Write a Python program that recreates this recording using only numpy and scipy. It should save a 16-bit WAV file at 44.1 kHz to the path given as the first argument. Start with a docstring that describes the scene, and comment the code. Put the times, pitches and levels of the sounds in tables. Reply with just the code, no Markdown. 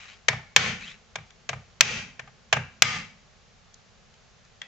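"""A hammer drives a flat blade into the seam of a plastic brick clamped in a steel bench vise.
Light, hollow aiming taps lead up to three hard, biting blows. Each is a crack with a short ring from
blade, brick and vise, then a small bounce; the bench booms and the workshop echoes.
Twice the blade slides along the seam, rasping and squeaking, and the tools tick as they are handled.
The hard blows overload a close microphone, whose limiter holds the echo up as it recovers."""
import sys
import numpy as np
from scipy import signal
from scipy.fft import rfft, irfft
from scipy.io import wavfile
from scipy.ndimage import uniform_filter1d

SR = 44100
rng = np.random.default_rng(int(sys.argv[2]) if len(sys.argv) > 2 else 0)


def output_pcm(signal):
    """Save a mono or channel-first signal as 16-bit PCM at the path in sys.argv[1].

    Samples are clipped to [-1, 1] before scaling.
    """
    pcm = np.clip(np.atleast_2d(signal).T, -1, 1) * 32767
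    wavfile.write(sys.argv[1], SR, np.round(pcm).astype(np.int16))


N = 205968
MIC_TOP_HZ = 7950

# stereo width of the knocks and their echo: f/Hz, side against mid/dB
STEREO_WIDTH = [(150, -12.5), (600, -10), (1800, -4), (4000, -3.5), (7500, -3.5)]


def from_db(db):
    """Decibels to gain."""
    return 10 ** (np.asarray(db) / 20)


def unit_rms(x):
    """Scale to rms 1."""
    return x / np.sqrt(np.mean(x ** 2) + 1e-20)


def at_hz(points, hz, column=1):
    """Read a table along a log-frequency axis."""
    points = np.array(points)
    return np.interp(np.log(np.maximum(hz, 1)), np.log(points[:, 0]), points[:, column])


def panned(pan_db):
    """Left and right gains; positive leans left."""
    return from_db(np.array([[.5], [-.5]]) * pan_db)


def add(track, start_s, sound):
    """Mix a stereo sound into the track."""
    start = max(int(start_s * SR), 0)
    track[:, start:start + sound.shape[1]] += sound[:, :N - start]


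def stereo_noise(gain, side_db, size):
    """Noise with a given gain per frequency, mostly common to both channels; rms 1."""
    mid, side = gain * np.exp(2j * np.pi * rng.random((2, size // 2 + 1)))
    return unit_rms(irfft(mid + from_db(side_db) * side * [[1], [-1]], size))


def room_tone(level_db=-56.5):
    """A steady bed of room rumble and microphone hiss."""
    # spectrum of the bed: f/Hz, relative density/dB
    spectrum = [(15, -22.5), (25, -2), (60, -1.5), (130, -3), (220, -4), (300, -11), (430, -9.5),
                (550, -11.5), (1100, -14), (3700, -18.5), (6900, -21), (8000, -34.5), (10000, -58)]
    hz = np.fft.rfftfreq(N, 1 / SR)
    return from_db(level_db) * stereo_noise(from_db(at_hz(spectrum, hz)), side_db=-4, size=N)


def blade_slides(slips_per_s=3500, attack_s=.033, release_db_per_s=247.5):
    """Steel dragged over plastic: dense little slips under a pressure that swells, eases and lets go."""
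    # strokes along the seam: t/s, length/s, level/dB, sag while sliding/(dB/s)
    strokes = [(-.04, 0.18, -43, 48), (0.781, 0.13, -44, 7)]
    # resonances of the sliding blade: f/Hz, width/Hz, level/dB
    resonances = [(1680, 1900, 2.5), (2560, 890, 8.5), (3910, 150, 4.5), (4730, 1600, -5.5),
                  (6920, 1200, -8.5)]
    out = np.zeros((2, N))
    for start_s, length_s, level_db, sag_db_per_s in strokes:
        t = np.arange(N) / SR - start_s
        slips = (rng.random(N) < slips_per_s / SR) * stereo_noise(1, side_db=-4.5, size=N)
        rasp = np.zeros((2, N))
        for k, (hz, width, db) in enumerate(resonances):
            band = signal.lfilter(*signal.iirpeak(hz, hz / width, fs=SR), slips)
            rasp += (-1) ** k * from_db(db) * band
        fade_db = sag_db_per_s * np.clip(t, 0, length_s) + release_db_per_s * np.maximum(t - length_s, 0)
        pressure = np.clip(t / attack_s, 0, 1) * from_db(level_db - fade_db)
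        out += pressure * panned(3) * unit_rms(rasp)
    return out


def blade_squeaks(pitch_jitter=.065):
    """The blade catches and lets go: an unsteady tone that swells and fades as it glides."""
    # squeaky glides: t/s, length/s, level/dB, start f/Hz, end f/Hz
    glides = [ (0.062, 0.12, -59, 3700, 5260), (.095, 0.077, -57, 2900, 3300),
              (0.791, 0.081, -45, 2150, 2800), (0.806, 0.057, -49, 4130, 3950),
              (0.852, 0.08, -44, 2900, 3730)]
    out = np.zeros((2, N))
    for start_s, length_s, level_db, from_hz, to_hz in glides:
        along = np.linspace(0, 1, int(length_s * SR))
        wobble = unit_rms(uniform_filter1d(rng.standard_normal(SR), size=24))[:len(along)]
        flutter = np.abs(uniform_filter1d(rng.standard_normal(SR), size=500))[:len(along)]
        hz = (from_hz + (to_hz - from_hz) * along) * (1 + pitch_jitter * wobble)
        tone = unit_rms(flutter * np.sin(2 * np.pi * np.cumsum(hz) / SR))
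        add(out, start_s, from_db(level_db) * panned(3) * np.sin(np.pi * along) * tone)
    return out


def workshop_echo(build_s=.0026, ripple_db=2.5, size=32768):
    """The tail of one knock: a diffuse wash from all directions that dies band by band."""
    # colour and decay of the room: f/Hz, relative density/dB, t60/s
    room = [(60, -14.5, .45), (129, -12, 0.75), (212, -8, 0.62), (322.3, -7.5, 0.59), (615, -5.5, 0.33),
            (1180, -5.5, 0.44), (1677, -2.5, .45), (2287, -.5, 0.4), (2680, -3.5, 0.37), (4045, -11, 0.34),
            (6500, -13, 0.39), (7650, -24.5, .38)]
    t, hz = np.arange(size) / SR, np.fft.rfftfreq(size, 1 / SR)
    # each knock shares its energy unevenly among the work's many resonances
    uneven_db = ripple_db * unit_rms(uniform_filter1d(rng.standard_normal(len(hz)), size=60))
    colour = from_db(at_hz(room, hz) + uneven_db) * (hz < MIC_TOP_HZ)
    diffuse = rfft(stereo_noise(colour, side_db=at_hz(STEREO_WIDTH, hz), size=size))
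    edges_hz = [30, 300, 1400, 3200, MIC_TOP_HZ]
    echo = np.zeros((2, size))
    for low, high in zip(edges_hz, edges_hz[1:]):
        t60 = at_hz(room, (low + high) / 2, column=2)
        echo += irfft(diffuse * (hz >= low) * (hz < high)) * from_db(-60 * t / t60)
    return echo * (1 - np.exp(-(t / build_s) ** 2))


def bench_boom(size=16384):
    """The heavy vise passes the push on slowly: the bench's loose low modes swell, then die."""
    # low modes of the bench: f/Hz, level/dB, swell time/s
    modes = [(63, -15.5, 0.03), (93.6, -8, 0.032), (125.3, 1.5, 0.02), (154.4, -2, 0.022),
             (209.7, -14, 0.025), (223, -12, 0.018)]
    t, out = np.arange(size) / SR, np.zeros((2, size))
    for hz, mode_db, swell_s in modes:
        phase = rng.uniform(0, 2 * np.pi) + rng.normal(0, .12, (2, 1))
        detuned_hz = hz * (1 + rng.normal(0, .016))
        swell = t / swell_s * np.exp(1 - t / swell_s)
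        out += from_db(mode_db) * swell * np.sin(2 * np.pi * detuned_hz * t + phase)
    return out


def coloured(sound, treble_db, body_db, rings, ring_octaves=.1):
    """Hard contacts are bright, soft ones bring out the body; the blade's seat favours two rings."""
    # where the vise sits in the stereo image: f/Hz, left minus right/dB
    balance = [(500, -2), (1200, -0.5), (2100, 2), (4000, 4.5), (7500, -3.5)]
    treble_hz, body_low_hz, body_high_hz = 3200, 280, 1250
    size = 2 * sound.shape[1]
    hz = np.fft.rfftfreq(size, 1 / SR) + 1
    shelf_db = treble_db / (1 + (treble_hz / hz) ** 8)
    hump_db = body_db / (1 + (hz / body_high_hz) ** 4 + (body_low_hz / hz) ** 4)
    peaks_db = sum(lift_db / (1 + (np.log2(hz / ring_hz) / ring_octaves) ** 2) ** 2
                   for ring_hz, lift_db in rings)
    gain = from_db(shelf_db + hump_db + peaks_db) * panned(at_hz(balance, hz))
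    return irfft(rfft(sound, size) * gain)[:, :size // 2]


def knock(t60, rise_s, chatter_s=.0035, ring_db=-11.5, size=8192):
    """The blade chatters in the seam for a few milliseconds, then the clamped work rings out."""
    # spectrum of the crack: f/Hz, relative density/dB
    spectrum = [(25, -14), (60, -17.5), (200, -13.5), (320, -18.5), (470, -7), (650, -8), (900, -5),
                (1300, -5.5), (1700, 0), (2300, 0), (3400, -2), (4200, -6), (5000, -7), (6300, -2.5),
                (7300, -8), (8200, -20.5)]
    # blade, brick and vise ringing together: f/Hz, level/dB, t60/s
    modes = [(655, -9, 0.073), (798.4, -3.5, .04), (1017, -4, 0.049), (1605, 1.5, 0.062), (1737, 0, .04),
             (2197, -5, 0.059), (2280, -3, 0.076), (2366, -5, 0.082), (2705, -8.5, 0.057),
             (3440, -10.5, 0.082), (3290, -15, 0.1), (5250, -9, 0.082), (5950, -11, 0.027)]
    t, hz = np.arange(size) / SR, np.fft.rfftfreq(size, 1 / SR)
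    decay_time = np.maximum(t - chatter_s, 0)
    envelope = (1 - np.exp(-t / rise_s)) * from_db(-60 * decay_time / t60)
    chatter = rfft(envelope * stereo_noise(1, side_db=at_hz(STEREO_WIDTH, hz), size=size))
    # so short a contact reaches all frequencies about evenly
    chatter /= np.sqrt(uniform_filter1d(np.mean(np.abs(chatter) ** 2, axis=0), size=90))
    crack = unit_rms(irfft(chatter * from_db(at_hz(spectrum, hz)))) * np.sqrt(np.mean(envelope ** 2))
    # the plastic soaks up the top first: an extra 450 dB/s above 4500 Hz
    treble = irfft(rfft(crack) / (1 + (4500 / (hz + 1)) ** 8))
    crack -= treble * (1 - from_db(-450 * decay_time))
    ring = np.zeros((2, size))
    for mode_hz, mode_db, mode_t60 in modes:
        phase = rng.uniform(0, 2 * np.pi) + rng.normal(0, .13, (2, 1))
        ring += from_db(mode_db - 60 * t / mode_t60) * np.sin(2 * np.pi * mode_hz * t + phase)
    ring *= from_db(ring_db) * np.minimum(t / chatter_s, 1)
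    return (crack + ring)[:, :size // 2]


def contact(rings, treble_db, body_db, t60, echo_db, rise_s=.0011):
    """One knock and its echo in the same colour; the room blurs the rings."""
    blurred = [(hz, .75 * lift_db) for hz, lift_db in rings]
    sound = from_db(echo_db) * coloured(workshop_echo(), treble_db, body_db, blurred, ring_octaves=.14)
    add(sound, 0, coloured(knock(t60, rise_s), treble_db, body_db, rings))
    return sound


def tool_ticks():
    """The tools shift in the hand: short, thin contacts, too light to move the bench."""
    # handling ticks: t/s, level/dB, treble/dB, first ring f/Hz, second ring f/Hz, ring lift/dB
    ticks = [ (1.304, -46.5, -1.5, 2360, 3450, 5), (1.536, -48, 0, 6910, 2590, 3),
             (3.7408, -60, 18, 4570, 6400, 6), (4.139, -58.5, 4, 3020, 4030, 9),
             (4.449, -57, 1.5, 1795, 6200, 7.5), (4.6163, -32, -4.5, 1950, 3350, 17)]
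    out = np.zeros((2, N))
    for start_s, level_db, treble_db, first_hz, second_hz, lift_db in ticks:
        rings = [(first_hz, lift_db), (second_hz, lift_db)]
        tick = contact(rings, treble_db, body_db=-5.5, t60=.0084, echo_db=-17)
        add(out, start_s, from_db(level_db) * tick)
    return out


def hammer_blows(bite_from_db=-3, bite_span_db=1.5):
    """Taps sound hollow, hard blows bite and fill the room; each blow and its bounce shake the bench."""
    # blows, with two rings set by the blade's seat: t/s, level/dB, treble/dB, t60/s, first ring f/Hz,
    # lift/dB, second ring f/Hz, lift/dB, bounce delay/s, bounce level/dB, bounce ring f/Hz
    blows = [ (.283, -11, 0, .028, 1764, 10.5, 2140, 10.5, 0.045, -29.5, 1173),
             (.562, 5.5, -1, .036, 2200, 3.5, 3380, 3, .097, -29, 1100),
             (1.1553, -26.5, -2.5, .025, 2350, 5, 3540, 6.5, .028, -42.5, 2350),
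             (1.4898, -22.5, -1, .032, 690, 7, 2480, 3, .04, -31, 1220),
             (1.8078, 9, 3, .019, 2495, 6.5, 5180, 1, 0.1, -27, 495),
             (2.193, -31.5, -7, .035, 1780, 6, 2390, 5, .082, -47, 1230),
             (2.526, -11.7, -3, .046, 1590, 7.5, 2746, 10.5, 0.039, -23.5, 1200),
             (2.821, 6.5, 1, .018, 1200, 5.5, 2186, 4, 0.12, -38, 1700)]
    # a hollow tap: body/dB, echo/dB, rise/s
    hollow = (6, -19.2, .001)
    # a blow that bites into the plastic: body/dB, echo/dB, rise/s
    biting = (-3, -14.2, .0008)
    out = np.zeros((2, N))
    for (start_s, level_db, treble_db, t60, first_hz, first_db, second_hz, second_db,
         bounce_s, bounce_db, bounce_hz) in blows:
        bite = 1 / (1 + np.exp((bite_from_db - level_db) / bite_span_db))
        body_db, echo_db, rise_s = (1 - bite) * np.array(hollow) + bite * np.array(biting)
        echo_db += 10 * np.log10(t60 / .03)   # a longer knock feeds the echo more
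        rings = [(first_hz, first_db), (second_hz, second_db)]
        add(out, start_s, from_db(level_db) * contact(rings, treble_db, body_db, t60, echo_db, rise_s))
        add(out, start_s, from_db(-29 + .7 * level_db) * bench_boom())
        # the hammer falls back once, soft and dull
        bounce_rings = [(bounce_hz, 10.5), (2470, 2)]
        bounce = contact(bounce_rings, treble_db=-11.5, body_db=11, t60=.045, echo_db=-20)
        add(out, start_s + bounce_s, from_db(bounce_db) * bounce)
        add(out, start_s + bounce_s, from_db(bounce_db - 8.5) * bench_boom())
    return out


def scene():
    """Hammering, tool ticks and the sliding blade over the quiet room."""
    return room_tone() + hammer_blows() + tool_ticks() + blade_slides() + blade_squeaks()


def limiter(x, threshold_db=-2, release_db_per_s=125, attack_s=.0014):
    """The gain dives a little too late for a peak and climbs back at a steady rate."""
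    over_db = np.maximum(20 * np.log10(np.abs(x).max(axis=0) + 1e-9) - threshold_db, 0)
    ramp_db = release_db_per_s * np.arange(N) / SR
    reduction_db = np.maximum.accumulate(over_db + ramp_db) - ramp_db
    lag = np.exp(-1 / (attack_s * SR))
    return x * from_db(-signal.lfilter([1 - lag], [1, -lag], reduction_db))


def record(dry, cutoff_hz=15300):
    """A narrow-band microphone and a limiter; what slips past clips and spills into the top octave."""
    # dips in the microphone's response: f/Hz, width/Hz
    notches = [(296, 150), (965, 58)]
    for hz, width in notches:
        dry = signal.lfilter(*signal.iirnotch(hz, hz / width, fs=SR), dry)
    overloaded = np.clip(limiter(dry), -1.1, 1.1)
    mic_lowpass = signal.cheby1(14, .3, MIC_TOP_HZ - 100, fs=SR, output="sos")
    clipped = np.clip(signal.sosfilt(mic_lowpass, overloaded), -1, 1)
    return signal.sosfilt(signal.ellip(8, .1, 70, cutoff_hz, fs=SR, output="sos"), clipped)


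dry = scene()
out = record(dry)
output_pcm(out)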